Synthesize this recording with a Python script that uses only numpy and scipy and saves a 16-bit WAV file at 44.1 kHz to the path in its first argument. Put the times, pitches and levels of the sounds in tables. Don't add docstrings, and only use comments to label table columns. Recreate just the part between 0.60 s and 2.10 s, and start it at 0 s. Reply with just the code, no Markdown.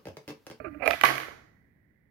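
import sys
import numpy as np
from scipy import signal
from scipy.fft import rfft, irfft
from scipy.io import wavfile
from scipy.ndimage import uniform_filter1d

SR = 44100
rng = np.random.default_rng(int(sys.argv[2]) if len(sys.argv) > 2 else 0)


def dump(signal):
    limited = np.clip(np.atleast_2d(signal).T, -1, 1)
    pcm = np.round(limited * 32767).astype(np.int16)
    wavfile.write(sys.argv[1], SR, pcm)


def boost_factor(decibels):
    exponent = np.asarray(decibels, float) / 20
    return 10 ** exponent


N = 66150

# (frequency [Hz], level [dB])
TONE_LEFT_HZ_DB = [(25, -7.5), (70, 4), (135, 5), (300, -2), (700, -22.5), (3000, -35), (7000, -43.5)]
TONE_RIGHT_HZ_DB = [(25, -10.5), (70, 6.5), (135, 7), (300, -2), (1250, -22.5), (1950, -0.5), (2700, -28.5),
                    (7000, -45)]
# (frequency [Hz], likeness [0-1])
TONE_LIKENESS = [(60, .9), (150, .8), (300, .5), (1400, 0)]
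# (frequency [Hz], t60 [s])
ROOM_HZ_T60_S = [(100, 0.65), (400, 0.6), (1000, 0.6), (3000, 0.48), (6500, 0.59), (10000, .45),
                 (16000, 0.36)]
# (frequency [Hz], gain [dB])
RIGHT_AIR_HZ_DB = [(100, -3.5), (400, 10.5), (1000, 3.5), (2000, 13.5), (2700, 4), (4000, 5.5),
                   (8000, -6.5), (15000, 0)]
# (frequency [Hz], gain [dB])
TABLE_HZ_DB = [(25, -20.5), (60, 0), (2800, 0.5), (3300, -17), (5000, -24.5), (8000, -47.5)]
# (time [s], level [dB], pitch [Hz])
FLEX_S_DB_HZ = [
    (0, -43, 450),
    (0.039, -52.5, 439.6),
    (0.046, -38.5, 392.7),
    (0.085, -44.5, 323.3),
    (0.103, -50.5, 290),
    (0.144, -57, 283.4),
    (0.164, -50, 290),
    (0.204, -47.5, 303),
    (.24, -70, 302),
]
# (time [s], contact force [dB])
WOBBLE_S_DB = [
    (0, -39.5),
    (.012, -55),
    (.0415, -57.5),
    (.044, -37),
    (.084, -48),
    (.09, -62.5),
    (.142, -61),
    (.144, -43.5),
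    (.154, -59),
    (.2, -67),
]
# (time [s], contact force [dB])
SLIDE_S_DB = [(.19, -68.5), (.2, -48), (.216, -47), (.221, -33.5), (.238, -29), (.244, -38.5), (.264, -25),
              (.273, -37.5), (.3, -34.5), (.345, -38), (.36, -68)]
# (time [s], contact force [dB])
RATTLE_S_DB = [
    (.455, -74),
    (.465, -39.5),
    (.49, -32),
    (.53, -46.5),
    (.55, -49.5),
    (.64, -47.5),
    (.66, -84),
    (.74, -68),
]
# (time [s], body [dB], crack [dB], favoured pitch [Hz], crack tilt [dB/octave])
TRAY_HITS = [(.2585, -18.5, -39, 601, -3), (.2762, -9, -32.5, 2305, 3), (.2775, -10.5, -51, 690, -2),
             (.3030, -16, -55, 604.7, -3.5), (.308, -11.5, -30.5, 1788, -3), (.313, -22, -49, 650, -1.5),
             (.3325, -17.5, -55.5, 2337, -1.5), (.3355, -17.5, -65, 700, -10),
             (.2055, -30.5, -80.5, 690, -1), (.2205, -29, -75, 2421, -0.5), (.2335, -25, -71, 1300, 0.5),
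             (.2455, -29.5, -71, 2400, -1), (.2820, -10.5, -60.5, 708, 2)]
BASE_HITS = [(.4115, -19, -33.5, 2700, 0.5), (.4362, -7.5, -27.5, 1200, -0.5), (.4430, -16.5, -64, 810, 2),
             (.4485, -27.5, -32.5, 1104, 3.5), (.452, -71, -25.5, 500, -1), (.4552, -12, -37.5, 2182, -9),
             (.4645, -21, -40.5, 2000, 6), (.4353, -8, -46, 3300, -3), (.487, -16.5, -54.5, 2302, -1.5),
             (.502, -31.5, -80, 1200, 12), (.554, -45, -41.5, 2510, 0), (.5795, -24, -44.5, 2130, 5),
             (.6005, -29.5, -42.5, 2060, -4.5), (.632, -35.5, -84, 2000, 7), (.684, -48, -76.5, 500, -16),
             (.708, -39.5, -66, 2000, -7), (.4462, -12, -61, 1135, -2), (.5215, -47, -73, 1200, 4),
             (.4805, -26.5, -60.5, 2116, -1)]
# (frequency [Hz], right [dB], left [dB], t60 [s])
ROCK_MODES = [(75, -4, -8, 0.093), (266, -11.5, -22, 0.12), (621, 0.5, -26.5, 0.051),
              (1200, -9, -19.5, 0.081), (1366, -4.5, -15.5, 0.04), (1600, -5, -22, 0.023),
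              (1950, -14.5, -26, 0.0047), (2406, 2.5, -43.5, 0.01), (2800, -21.5, -45.5, 0.0072),
              (4000, -15.5, -24, 0.016)]
TRAY_MODES = [(71, -26, -29, .15), (290, -12.5, -22.5, 0.075), (450, 0.5, -21.5, 0.02),
              (602, -3.5, -28.5, 0.048), (690, -0.5, -21, 0.045), (790.5, -33.5, -27.5, 0.081),
              (1300, -6.5, -16.5, 0.037), (1610, 3, -19.5, 0.0085), (2000, -8, -22.5, 0.0301),
              (2400, 7, -23, 0.012), (2900, -17, -29.5, 0.0067), (4640, -10, -8, 0.0066)]
BASE_MODES = [(133.3, -19, -20.5, 0.7), (311.3, 1, -13.5, 0.055), (508.7, -6, -28, 0.042),
              (700, -2, -28.5, 0.05), (815, 2, -20.5, 0.036), (968, 2, -23, 0.018),
              (1131.2, 3, -11.5, 0.053), (1147.6, -21, -27, 0.27), (1501, -3, -38.5, 0.04),
              (1686, 2, -44, 0.022), (1986, -2.5, -28.5, 0.059), (2280, 5, -28.5, 0.012),
              (3027, 9, -19.5, 0.013)]
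COIN_MODES = [(4460, 5, -2.5, .008), (7040, -7.5, -2, 0.0023), (10600, 0.5, -6.5, 0.017),
              (11000, -10.5, -5.5, 0.018)]
# (frequency [Hz], level [dB])
CRACK_HZ_DB = [(150, -21.5), (1150, 1), (2500, 3), (6800, -6), (8100, -13), (10000, -6), (13000, -3.5),
               (16000, -15)]


def read(points, hz):
    f, value = np.transpose(points)
    return np.interp(np.log(hz + 1), np.log(f + 1), value)


def evened(x):
    return x / np.sqrt(np.mean(x ** 2) + 1e-20)


def colour(x, points):
    log_gain = np.log(boost_factor(read(points, np.fft.rfftfreq(4096, 1 / SR))))
    circle = np.concatenate([log_gain, log_gain[-2:0:-1]])
    taps = np.fft.ifft(np.exp(np.conj(signal.hilbert(circle)))).real[:2048]
    return signal.fftconvolve(x, taps)[:len(x)]


def room_tone():
    level_db, lift_db, sink_s = -68.5, 14.5, 1
    hiss_hz, hiss_db = 10800, -35.5
    frames, hz = N // 512 + 6, np.fft.rfftfreq(2048, 1 / SR)
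    a, b, c, d = rng.standard_normal((frames, 1025, 4)).T
    left, other = a + 1j * b, c + 1j * d
    same = np.clip(read(TONE_LIKENESS, hz), 0, 1)[:, None]
    right = same * left + np.sqrt(1 - same ** 2) * other
    hiss = boost_factor(hiss_db) / (1 + (hiss_hz / (hz + 1)) ** 8)
    left_gain = (boost_factor(read(TONE_LEFT_HZ_DB, hz)) + hiss)[:, None]
    right_gain = (boost_factor(read(TONE_RIGHT_HZ_DB, hz)) + hiss)[:, None]
    spectra = np.array([left * left_gain, right * right_gain])
    tone = evened(signal.istft(spectra, nperseg=2048, noverlap=1536)[1][:, :N])
    t = np.arange(N) / SR
    return tone * boost_factor(level_db + lift_db * np.exp(-(t / sink_s) ** 2))


def room(x):
    gap_s, rise_s = 0.0053, 0.0021
    taps = np.zeros((2, SR))
    slots = np.arange(0, SR - 12, 12)
    at = slots + rng.integers(0, 12, (2, len(slots)))
    np.put_along_axis(taps, at, rng.choice([-1., 1.], at.shape), 1)
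    hz, t, z = signal.stft(taps, SR, nperseg=256)
    decay = boost_factor(-60 * t / read(ROOM_HZ_T60_S, hz)[:, None])
    tail = signal.istft(z * decay, SR, nperseg=256)[1]
    tail = tail * np.clip((np.arange(tail.shape[1]) / SR - gap_s) / rise_s, 0, 1)
    return signal.fftconvolve(x[None], tail / np.linalg.norm(tail[0]), axes=1)[:, :N]


def hum():
    hz, level_db, t60_s = 4400, -81.5, .35
    t = np.arange(N) / SR
    slow = uniform_filter1d(rng.standard_normal((2, 2, N)), 250, axis=2)
    wave = slow[0] * np.cos(2 * np.pi * hz * t) + slow[1] * np.sin(2 * np.pi * hz * t)
    return evened(wave) * boost_factor(level_db - 60 * (t / t60_s) ** 2)


def flex():
    width_hz, left_db = 29, -20
    s, db, hz = np.transpose(FLEX_S_DB_HZ)
    t, pole = np.arange(N) / SR, np.exp(-np.pi * width_hz / SR)
    noise = [1, 1j] @ rng.standard_normal((2, N))
    slow = signal.lfilter([1], np.convolve([1, -pole], [1, -pole]), noise)
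    cycles = np.cumsum(np.interp(t, s, hz)) / SR
    wave = evened((slow * np.exp(2j * np.pi * cycles)).real)
    wave = 2 * wave * boost_factor(np.interp(t, s, db)) * (t < s[-1])
    return wave * boost_factor(np.array([[left_db], [0]]))


def contact(force, per_s, uneven_db):
    s, db = np.transpose(force)
    t = np.arange(N) / SR
    struck = rng.random(N) < per_s / SR
    size = boost_factor(uneven_db * np.minimum(rng.exponential(1, N), 4))
    slips = struck * size * rng.choice([-1., 1.], N)
    return evened(slips) * boost_factor(np.interp(t, s, db)) * (t < s[-1])


def ring(modes, gains, phases, stretch):
    hz, right_db, left_db, t60_s = np.transpose(modes)[:, :, None]
    t = np.arange(SR // 2) / SR
    onset = np.minimum(t * np.minimum(hz, 900), 1)
    fade = gains[:, None] * boost_factor(-60 * t / t60_s) * onset
    turn = 2 * np.pi * hz * stretch[:, None] * t
    apart = phases[1] * np.minimum(hz[:, 0] / 500, 1.5)
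    left = (boost_factor(left_db) * fade * np.sin(turn + phases[0][:, None])).sum(0)
    right = (boost_factor(right_db) * fade * np.sin(turn + (phases[0] + apart)[:, None])).sum(0)
    return np.array([left, right])


def drive(slips, modes):
    count = len(modes)
    shape = ring(modes, np.ones(count), rng.standard_normal((2, count)), np.ones(count))
    return signal.fftconvolve(slips[None], shape / np.linalg.norm(shape[1]), axes=1)[:, :N] * 2


def knocks(hits, modes):
    favour_db, floor_db = -10, -17.5
    spread_db, detune, shared = 1.5, .008, .3
    crack_t60_s, crack_rise_s = .012, 0.00058
    body, air, hz = np.zeros((2, N)), np.zeros((2, N)), np.array(modes)[:, 0]
    luck = rng.standard_normal((len(hits), 4, len(modes)))
    fizz = rng.standard_normal((len(hits), 3, 1500))
    t, bins_hz = np.arange(1500) / SR, np.fft.rfftfreq(1500, 1 / SR)
    fade = boost_factor(-30 * t / crack_t60_s) * np.minimum(t / crack_rise_s, 1)
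    for (s, body_db, crack_db, favour_hz, tilt_db), row, noise in zip(hits, luck, fizz):
        at = round(s * SR)
        off_db = np.maximum(favour_db * np.log2(hz / favour_hz) ** 2, floor_db)
        gains = boost_factor(body_db + off_db + spread_db * row[0])
        sound = ring(modes, gains, row[1:3], 1 + detune * row[3])[:, :N - at]
        body[:, at:at + sound.shape[1]] += sound
        lumpy = rfft((shared * noise[0] + noise[1:]) * fade)
        flat = lumpy / abs(lumpy) * np.linalg.norm(fade)
        crack = irfft(flat * boost_factor(tilt_db * np.log2((bins_hz + 300) / 5000)))
        air[:, at:at + len(t)] += boost_factor(crack_db + 15.5) * crack * fade
    return body, air


def scene():
    scrape_air_db, coin_db = -23, -30.5
    room_db, body_air_db, fall_room_db = 0.5, -9, -4
    t = np.arange(N) / SR
    slips = contact(SLIDE_S_DB, per_s=3600, uneven_db=1.5)
    bite = slips * boost_factor(np.interp(t, [.212, .222, .262, .29], [-31, -9.5, 3, -13]))
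    tray, tray_air = knocks(TRAY_HITS, TRAY_MODES)
    base, base_air = knocks(BASE_HITS, BASE_MODES)

    cracks = tray_air + base_air + boost_factor(scrape_air_db) * bite
    cracks = np.array([colour(x, CRACK_HZ_DB) for x in cracks])
    cracks = cracks + boost_factor(coin_db) * drive(bite, COIN_MODES)

    wobble = drive(contact(WOBBLE_S_DB, per_s=4800, uneven_db=-4.5), ROCK_MODES)
    rattle = drive(contact(RATTLE_S_DB, per_s=700, uneven_db=0.0), BASE_MODES[1:])
    body = wobble + drive(slips, TRAY_MODES) + tray + base + rattle
    body = np.array([colour(x, TABLE_HZ_DB) for x in body]) + flex()

    send = boost_factor(fall_room_db * (t < BASE_HITS[1][0]))
    air = cracks + boost_factor(room_db) * room(send * (cracks[0] + boost_factor(body_air_db) * body[0]))
    air = np.array([air[0], colour(air[1], RIGHT_AIR_HZ_DB)])
    return body + air + room_tone() + hum()


def roll_off(x):
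    return signal.sosfilt(signal.butter(12, 16800, fs=SR, output="sos"), x)


def record(dry):
    edge = signal.firwin(401, 15950, window=("kaiser", 7), fs=SR)
    mix = signal.oaconvolve(np.clip(dry, -1, 1), edge[None], "same")
    return roll_off(mix)


dry = scene()
out = record(dry)
dump(out)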